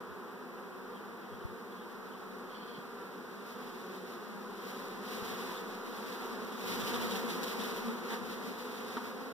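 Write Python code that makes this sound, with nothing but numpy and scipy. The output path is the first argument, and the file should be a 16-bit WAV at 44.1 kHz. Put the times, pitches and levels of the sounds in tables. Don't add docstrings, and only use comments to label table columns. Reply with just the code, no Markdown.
import sys
import numpy as np
from scipy import signal
from scipy.fft import rfft, irfft, next_fast_len
from scipy.io import wavfile

SR = 44100
rng = np.random.default_rng(int(sys.argv[2]) if len(sys.argv) > 2 else 0)


def digitize_waveform(pressure):
    field = np.atleast_2d(pressure).T
    bounded = np.clip(field, -1, 1)
    quanta = np.round(bounded * 32767).astype(np.int16)
    wavfile.write(sys.argv[1], SR, quanta)


N = 411453
T = np.arange(N) / SR
PORT_LAG_S = 19.8 / SR

# time in seconds, relative level in dB.
BUZZ_LEVEL = [(0, -50.5), (3.4, -50), (4.2, -49.5), (5.7, -47), (6.5, -46.5), (7.7, -46), (8.6, -48),
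              (9.33, -48)]
# time in seconds, flying over fanning bees in dB.
FLYING_BALANCE = [(0, -3), (3, -1.5), (5, -1.5), (6.5, 2.5), (7.5, 0), (8.4, 2), (9.33, 6.5)]
# frequency in Hz, gain in dB.
WINGBEAT_SPECTRUM = [(90, -18), (165, -4), (225, -5), (265, -4), (305, 9.5), (370, 0.5), (500, -2),
                     (620, -11), (800, -8.5), (1100, -6), (1500, -10), (2000, -16.5), (2800, -23.5),
                     (4500, -25.5), (8000, -36)]
# time in seconds, level in dB, seconds for the amplitude to halve,
# pitch in Hz, side from -1 (right) to 1 (left), level of the wings' draught in dB.
FLY_BYS = [(.58, -52, .06, 194, -.1, -70), (1.05, -53, .06, 210, 0, -68), (1.9, -53, .08, 232, -.1, -65),
           (3.02, -50, .07, 200, .1, -70), (3.62, -52, .09, 244, .2, -64),
           (4.36, -54, .08, 208, -.4, -59.5), (5.43, -50, .12, 205, 0, -63), (5.9, -53, .04, 247, .3, -56),
           (6.33, -54, .04, 237, 0, -56), (6.945, -42, .035, 236, .1, -52),
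           (7.02, -43.5, .035, 226, .15, -44.5), (7.155, -41, .028, 194, .2, -54),
           (7.28, -46, .04, 230, .4, -50), (7.61, -46.5, .025, 220, .7, -49),
           (7.69, -46, .024, 228, -.3, -54), (7.895, -42.5, .04, 238, .3, -48.5),
           (8.13, -43, .03, 235, -.4, -51), (8.49, -51, .035, 257, -.1, -52),
           (8.977, -38, .007, 228, -.1, -54), (9.04, -47.5, .04, 240, .2, -58)]
# frequency in Hz, gain in dB.
CLOSE_WING_SPECTRUM = [(30, -70), (100, -11), (230, 5), (400, 4), (500, 0), (600, -8), (950, -.5),
                       (1400, -3.5), (2400, -14), (4000, -22), (8000, -28)]
# time in seconds, level in dB.
CIRCLING_LEVEL = [(0, -70), (3, -71.5), (5, -66), (6.4, -59), (6.9, -51), (7.6, -53.5), (8.3, -49),
                  (8.7, -67), (9.33, -57)]
# frequency in Hz, gain in dB.
SWISH_SPECTRUM = [(200, -22), (500, 10), (1000, 11), (1900, 12), (3000, -12), (15000, -43)]
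# start in seconds, seconds until the decay begins, relative level in dB.
LEAF_STIRS = [(3.353, 0.8, -64), (4.537, 0.27, -58), (4.986, 0.48, -54), (5.877, 0.32, -58.5),
              (6.56, 0.44, -49), (7.005, 0.76, -52), (8, 0.059, -53.5), (8.2, 0.82, -58.5)]
# time in seconds, relative level in dB.
WHISPER_LEVEL = [(0, -86), (1.8, -71), (4.4, -67), (6.2, -59.5), (9.33, -64)]
# frequency in Hz, gain in dB.
RUSTLE_SPECTRUM = [(40, -42), (300, 5), (1000, -9), (1600, -2), (1950, 5.5), (2200, 3.5), (2800, -0.5),
                   (3800, 1.5), (5000, -2.5), (6500, -7.5), (8200, -13), (11000, -10), (15000, -8.5)]
# time in seconds, level in dB, half length in seconds, peak in Hz.
LEAF_SCRAPES = [(5.175, -51, .028, 3500), (5.345, -52, .016, 3200), (5.57, -50, .018, 3500),
                (6.53, -53, .016, 3300), (6.745, -46.5, .014, 3700), (6.807, -42.5, .015, 3400),
                (6.88, -44.5, .016, 3100), (6.952, -41, .014, 3400), (7.02, -46.5, .012, 3200),
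                (7.118, -41.5, .018, 3500), (7.163, -41, .008, 3300), (7.305, -42.5, .011, 3600),
                (7.441, -40.5, .007, 3800), (7.48, -46.5, .018, 3400), (7.61, -44.5, .015, 3600),
                (7.645, -44, .009, 3300), (8.125, -46.5, .03, 3400), (8.325, -51.5, .017, 3500)]
# frequency in Hz, gain in dB.
SCRAPE_SPECTRUM = [(50, -43), (250, 5), (500, -3), (2000, -5.5), (3300, -2.5), (5500, -5), (7500, -13.5),
                   (15000, -13)]
# start in seconds, level in dB.
LEAF_TICKS = [(4.883, -45.5), (5.293, -41), (5.751, -45), (6.447, -44.5), (6.878, -38), (7.432, -33.5),
              (7.439, -35), (8.849, -45)]
# frequency in Hz, gain in dB.
TAP_SPECTRUM = [(50, -47), (300, 10), (700, 7), (1350, -14), (2000, 4), (2600, -11), (3500, -3),
                (6000, -17), (15000, -36)]
# time in seconds, relative level in dB.
AIR_PUFFS = [(.11, -44), (1.34, -43), (1.425, -44), (1.51, -42), (5.32, -46), (6.74, -39), (6.83, -38),
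             (6.96, -41), (7.05, -45), (7.15, -44), (7.55, -65), (8.24, -42)]
# frequency in Hz, gain in dB.
PUFF_SPECTRUM = [(20, -40), (35, -24), (55, -13), (75, 0), (115, 0), (160, -14), (300, -61), (800, -64)]
# time in seconds, level in dB, pitch in Hz,
# half length in seconds, amplitude at the right port relative to the left (-1 to 1).
PORT_THUMPS = [(1.455, -31.5, 85, .0045, -.85), (2.787, -42.5, 175, .0055, .9),
               (5.226, -40.5, 110, .004, -.5)]
# frequency in Hz, gain in dB.
RUMBLE_SPECTRUM = [(25, -32), (55, -10.5), (100, -1.5), (140, 2.5), (300, -0.5), (600, -28), (2000, -58)]
# centre in Hz, width in Hz, gain in dB.
BIRD_PARTIALS = [(2370, 420, -4), (3250, 380, 4), (4400, 600, -2.5)]
# time in seconds, relative level in dB, half length in seconds, pitch in Hz.
BIRD_PEEPS = [(.73, -67, .01, 3120), (.97, -66, .025, 3200), (1.235, -62.5, .01, 2520),
              (1.325, -63.5, .03, 3270), (1.41, -66, .012, 3030), (1.48, -66, .009, 2800),
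              (1.72, -66, .012, 3350), (1.79, -63.5, .018, 3300), (1.835, -65, .012, 3680),
              (2.13, -62, .012, 3030), (2.23, -66, .01, 3850)]
# frequency in Hz, gain in dB.
AIR_SPECTRUM = [(20, -22), (60, -4), (130, 5.5), (300, 17), (600, 3.5), (1500, 11), (3000, -7), (5000, -27),
                (8000, -17), (11000, -11.5), (15000, -6.5)]
# frequency in Hz, share of the other port subtracted (0 to 1).
CROSS_FEED = [(100, 0.1), (1000, 1), (4500, 0.74), (6700, 0.55), (9000, 0.23), (12000, 0), (15000, 0)]
# frequency in Hz, left over right in dB.
CHANNEL_BALANCE = [(100, 1.3), (400, .4), (1500, -.6), (4200, -.6), (6500, .5), (8500, 4), (11000, 2.6),
                   (15000, 1.3)]


def gain_of(db):
    return 10 ** (np.asarray(db) / 20)


def unit_rms(x):
    return x / np.sqrt(np.mean(x ** 2) + 1e-20)


def curve_at(curve, t=T):
    return np.interp(t, *np.transpose(curve))


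def spectrum_at(points, hz):
    f, value = np.transpose(points)
    return np.interp(np.log(hz + 1), np.log(f + 1), value)


def filtered(x, response):
    size = next_fast_len(N + 4096, True)
    return irfft(rfft(x, size) * response(np.fft.rfftfreq(size, 1 / SR)), size)[..., :N]


def coloured(x, points):
    centred = x - x.mean(-1, keepdims=True)
    return unit_rms(filtered(centred, lambda hz: gain_of(spectrum_at(points, hz))))


def wander(t, rate_hz, count=10):
    hz = rate_hz * np.geomspace(1 / 10, 1, count) * 2 ** rng.uniform(-.5, .5, count)
    return unit_rms(np.sin(2 * np.pi * (np.outer(t, hz) + rng.random(count))) @ hz ** -.5)


def swells(rows):
    return sum(gain_of(db) * np.exp(-.5 * np.minimum(((T - s) / half) ** 2, 100))
               for s, db, half in rows)


def wingbeats(t, hz, size, side):
    cycles = np.cumsum(hz) * (t[1] - t[0]) + rng.random()
    beat_s = np.interp(np.arange(np.ceil(cycles[0]), cycles[-1]), cycles, t)
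    lag_s = np.interp(beat_s, t, side) * PORT_LAG_S / 2
    return np.array([beat_s - lag_s, beat_s + lag_s]), np.interp(beat_s, t, size)


def at_ports(bees):
    times, sizes = (np.concatenate(part, -1) for part in zip(*bees))
    whole, fraction = np.divmod(np.maximum(times, 0) * SR, 1)
    return np.array([np.bincount(i, sizes * (1 - p), N)[:N] + np.bincount(i + 1, sizes * p, N)[:N]
                     for i, p in zip(whole.astype(int), fraction)])


def crowd(pitch_hz, spread, sway, sway_hz, roam_db, roam_hz, width, count):
    t, bees = np.arange(0, N / SR, 1 / 150), []
    for rank in np.linspace(-1, 1, count):
        hz = pitch_hz * np.exp(spread * rank + sway * wander(t, sway_hz))
        size = gain_of(roam_db * np.tanh(wander(t, roam_hz) / 2))
        side = np.sin(width * wander(t, 0.99))
        bees.append(wingbeats(t, hz, size, side))
    return coloured(at_ports(bees), WINGBEAT_SPECTRUM)


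def swarm(stir, nearby_db=-6.5, trim_db=2.5, roused_db=5.5, roused_lag_s=0.12):
    fanning = crowd(196.2, spread=.1, sway=.045, sway_hz=9, roam_db=6.5, roam_hz=4, width=.22, count=52)
    flying = crowd(239.5, spread=.07, sway=.044, sway_hz=9, roam_db=4, roam_hz=5, width=.71, count=52)
    nearby = crowd(221.45, spread=.12, sway=.04, sway_hz=4, roam_db=9, roam_hz=3, width=.52, count=7)
    share = gain_of(curve_at(FLYING_BALANCE))
    hum = (fanning + share * flying) / np.hypot(1, share)
    pole = np.exp(-1 / (roused_lag_s * SR))
    roused = gain_of(roused_db) * signal.lfilter([1 - pole], [1, -pole], stir)
    level = gain_of(trim_db) * np.hypot(gain_of(curve_at(BUZZ_LEVEL)), roused)
    return level * (hum + gain_of(nearby_db) * nearby)


def passing_bee(s, db, near_s, pitch_hz, side, draught_db, glide=.015, waver=.03, waver_hz=40):
    t = np.arange(max(s - .5, 0), s + .5, 1 / 2000)
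    path = (t - s) / near_s
    hz = pitch_hz * (1 - glide * np.tanh(path) + waver * wander(t, waver_hz))
    times, sizes = wingbeats(t, hz, 1 / (1 + path ** 2), side + .5 * np.tanh(path))
    echoes = [(times + min(.012, near_s) * rng.random(), sizes * .33 * rng.choice([-1, 1]))
              for _ in range(8)]
    pulses = unit_rms(at_ports([(times, sizes)] + echoes))
    level = gain_of(db) * np.sqrt(near_s * np.pi / 2 * SR / N)
    cycles = np.interp(T, times[0], np.arange(len(sizes)))
    nearness = 1 / (1 + ((T - s) / near_s) ** 2)
    draught = gain_of(draught_db) * np.sqrt(2) * np.sin(2 * np.pi * cycles) * nearness
    return level * pulses, np.outer([1 + side, side - 1], draught)


def fly_bys():
    bees = [passing_bee(*row) for row in FLY_BYS]
    pulses, draught = (sum(part) for part in zip(*bees))
    return pulses.std() * coloured(pulses, CLOSE_WING_SPECTRUM) + draught


def circling_bees(pitch_hz=233, spread=0.1, sway=.03, sway_hz=8, roam_db=9, roam_hz=4, count=8):
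    t, throb = np.arange(0, N / SR + .01, 1 / 150), np.zeros((2, N))
    for rank in np.linspace(-1, 1, count):
        hz = pitch_hz * np.exp(spread * rank + sway * wander(t, sway_hz))
        size = np.interp(T, t, gain_of(roam_db * np.tanh(wander(t, roam_hz))))
        phase = 2 * np.pi * (np.cumsum(np.interp(T, t, hz)) / SR + rng.random())
        offset_rad = np.outer([.5, -.5], np.interp(T, t, -1.77 + wander(t, roam_hz)))
        throb += size * (np.sin(phase + offset_rad) + gain_of(-6) * np.sin(2 * phase + offset_rad))
    return gain_of(curve_at(CIRCLING_LEVEL)) * unit_rms(throb)


def bees_swish(at_s=8.128, db=-43.5, half_s=.032):
    return swells([(at_s, db, half_s)]) * coloured(rng.standard_normal((2, N)), SWISH_SPECTRUM)


def leaf_motion(attack_s=0.1, fall_db_per_s=51):
    power = gain_of(curve_at(WHISPER_LEVEL)) ** 2
    for start, length, db in LEAF_STIRS:
        attack = np.clip((T - start) / attack_s, 0, 1)
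        fall_db = fall_db_per_s * np.maximum(T - start - length, 0)
        power += (attack * gain_of(db - fall_db)) ** 2
    return np.sqrt(power)


def leaf_rustle(stir, rustle_db=7.0, ticks_per_s=1500, tick_db=-9, flutter_db=2.35, flutter_hz=40):
    hiss = rng.standard_normal((2, N))
    patter = rng.standard_normal((2, N)) * (rng.random((2, N)) < ticks_per_s / SR)
    frames = T[::200]
    flutter = np.interp(T, frames, np.tanh(wander(frames, flutter_hz)))
    level = stir * gain_of(rustle_db + flutter_db * flutter)
    return level * coloured(hiss + gain_of(tick_db) * unit_rms(patter), RUSTLE_SPECTRUM)


def leaf_scrapes(slips_per_s=420, slip_s=0.0011, grain=0.3, peak_db=7, width_hz=450):
    scrapes = np.zeros((2, N))
    for s, db, half, peak_hz in LEAF_SCRAPES:
        span = abs(T - s) < 4 * half
        t = T[span] - s
        onsets = rng.random(len(t)) < slips_per_s / SR
        slips = signal.lfilter([1], [1, -np.exp(-1 / (slip_s * SR))], onsets)
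        rub = rng.standard_normal((2, len(t))) * (1 - grain + grain * unit_rms(slips))
        hz = np.fft.rfftfreq(len(t), 1 / SR)
        peak = np.exp(-.5 * ((hz - peak_hz) / width_hz) ** 2)
        colour = gain_of(spectrum_at(SCRAPE_SPECTRUM, hz) + peak_db * peak)
        rasp = unit_rms(irfft(rfft(rub) * colour, len(t)))
        scrapes[:, span] += gain_of(db) * np.exp(-.5 * (t / half) ** 2) * rasp
    return scrapes


def leaf_ticks(t60_s=.016):
    level = sum(gain_of(db - 60 * np.clip((T - s) / t60_s, 0, 2)) * (T >= s) for s, db in LEAF_TICKS)
    return level * coloured(rng.standard_normal((2, N)), SCRAPE_SPECTRUM)


def leaf_tap(start_s=8.9675, rise_s=.0012, t60_s=.07, ring_hz=1450, ring_t60_s=.055, sag_per_s=22):
    age = np.maximum(T - start_s, 0)
    knock = gain_of(-35.3 - 60 * age / t60_s) * coloured(rng.standard_normal(N), TAP_SPECTRUM)
    cycles = np.cumsum(ring_hz * np.exp(-sag_per_s * age)) / SR
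    ring = gain_of(-32 - 60 * age / ring_t60_s) * np.sin(2 * np.pi * cycles)
    return (1 - np.exp(-age / rise_s)) * (knock + ring)


def air_puffs(stir, half_s=0.023, trim_db=-14, breeze_db=-77, stir_db=-9, across_db=6):
    puffs = swells([(s, db, half_s) for s, db in AIR_PUFFS])
    push = puffs + gain_of(breeze_db) + gain_of(stir_db) * stir
    eddies = rng.standard_normal((2, N))
    across = gain_of(across_db) * (eddies - eddies[::-1])
    return gain_of(trim_db) * push * coloured(eddies + across, PUFF_SPECTRUM)


def thumps():
    return sum(np.outer([1, right], swells([(s, db, half)]) * np.sin(2 * np.pi * hz * (T - s)))
               for s, db, hz, half, right in PORT_THUMPS)


def branch_rumble(stir, rest_db=-76, stir_db=-17):
    level = gain_of(rest_db) + gain_of(stir_db) * stir
    return level * coloured(rng.standard_normal(N), RUMBLE_SPECTRUM)


def bird_call(start_s=2.48, end_s=2.85, fade_s=0.064, db=-57.5, depth=0.26, quaver_hz=15):
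    def partials(hz):
        return sum(gain_of(level) * np.exp(-2 * ((hz - centre) / width) ** 2)
                   for centre, width, level in BIRD_PARTIALS)
    call = unit_rms(filtered(rng.standard_normal((2, N)), partials))
    quaver = 1 + depth * np.sin(2 * np.pi * quaver_hz * (T - start_s))
    envelope = np.clip(np.minimum(T - start_s, end_s - T) / fade_s, 0, 1)
    return gain_of(db) * call * quaver * envelope


def bird_peeps(blur_hz=170, direct_db=-1, echo_s=0.024, echo_db=-6, echo_hz=3200, width_hz=550):
    blur = unit_rms(filtered(rng.standard_normal(N), lambda hz: np.exp(-(hz / blur_hz) ** 2)))
    whistles = sum(swells([(s, db, half)]) * np.sin(2 * np.pi * hz * T)
                   for s, db, half, hz in BIRD_PEEPS)
    noise = rng.standard_normal((2, N))
    echo = unit_rms(filtered(noise, lambda hz: np.exp(-((hz - echo_hz) / width_hz) ** 2)))
    echo_level = swells([(s + echo_s / 2, db + echo_db, echo_s) for s, db, _, _ in BIRD_PEEPS])
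    return gain_of(direct_db) * blur * whistles + echo_level * echo


def garden_air(db=-55.5):
    return gain_of(db) * coloured(rng.standard_normal((2, N)), AIR_SPECTRUM)


def scene():
    air = garden_air()
    stir = leaf_motion()
    bees = swarm(stir) + circling_bees() + fly_bys() + bees_swish()
    leaves = leaf_tap() + leaf_rustle(stir) + leaf_scrapes() + leaf_ticks()
    low_sounds = air_puffs(stir) + branch_rumble(stir) + thumps()
    return bees + leaves + low_sounds + bird_call() + bird_peeps() + air


def record(dry, edge_hz=15550):
    def cross(hz):
        return np.clip(spectrum_at(CROSS_FEED, hz), 0, 1)

    def own(hz):
        half_cycles = 2 * hz * PORT_LAG_S
        correlation = np.sinc(half_cycles) * np.cos(np.pi * half_cycles)
        diffuse_power = 1 + cross(hz) ** 2 - 2 * cross(hz) * correlation
        band_limit = np.clip((edge_hz - hz) / 100 + .5, 0, 1)
        balance = gain_of(np.outer([.5, -.5], spectrum_at(CHANNEL_BALANCE, hz)))
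        return band_limit * balance / np.sqrt(diffuse_power + 0.0027)

    def other(hz):
        return own(hz) * cross(hz) * np.exp(-2j * np.pi * hz * PORT_LAG_S)
    ports = dry * signal.windows.tukey(N, .002)
    return filtered(ports, own) - filtered(ports[::-1], other)


dry = scene()
out = record(dry)
digitize_waveform(out)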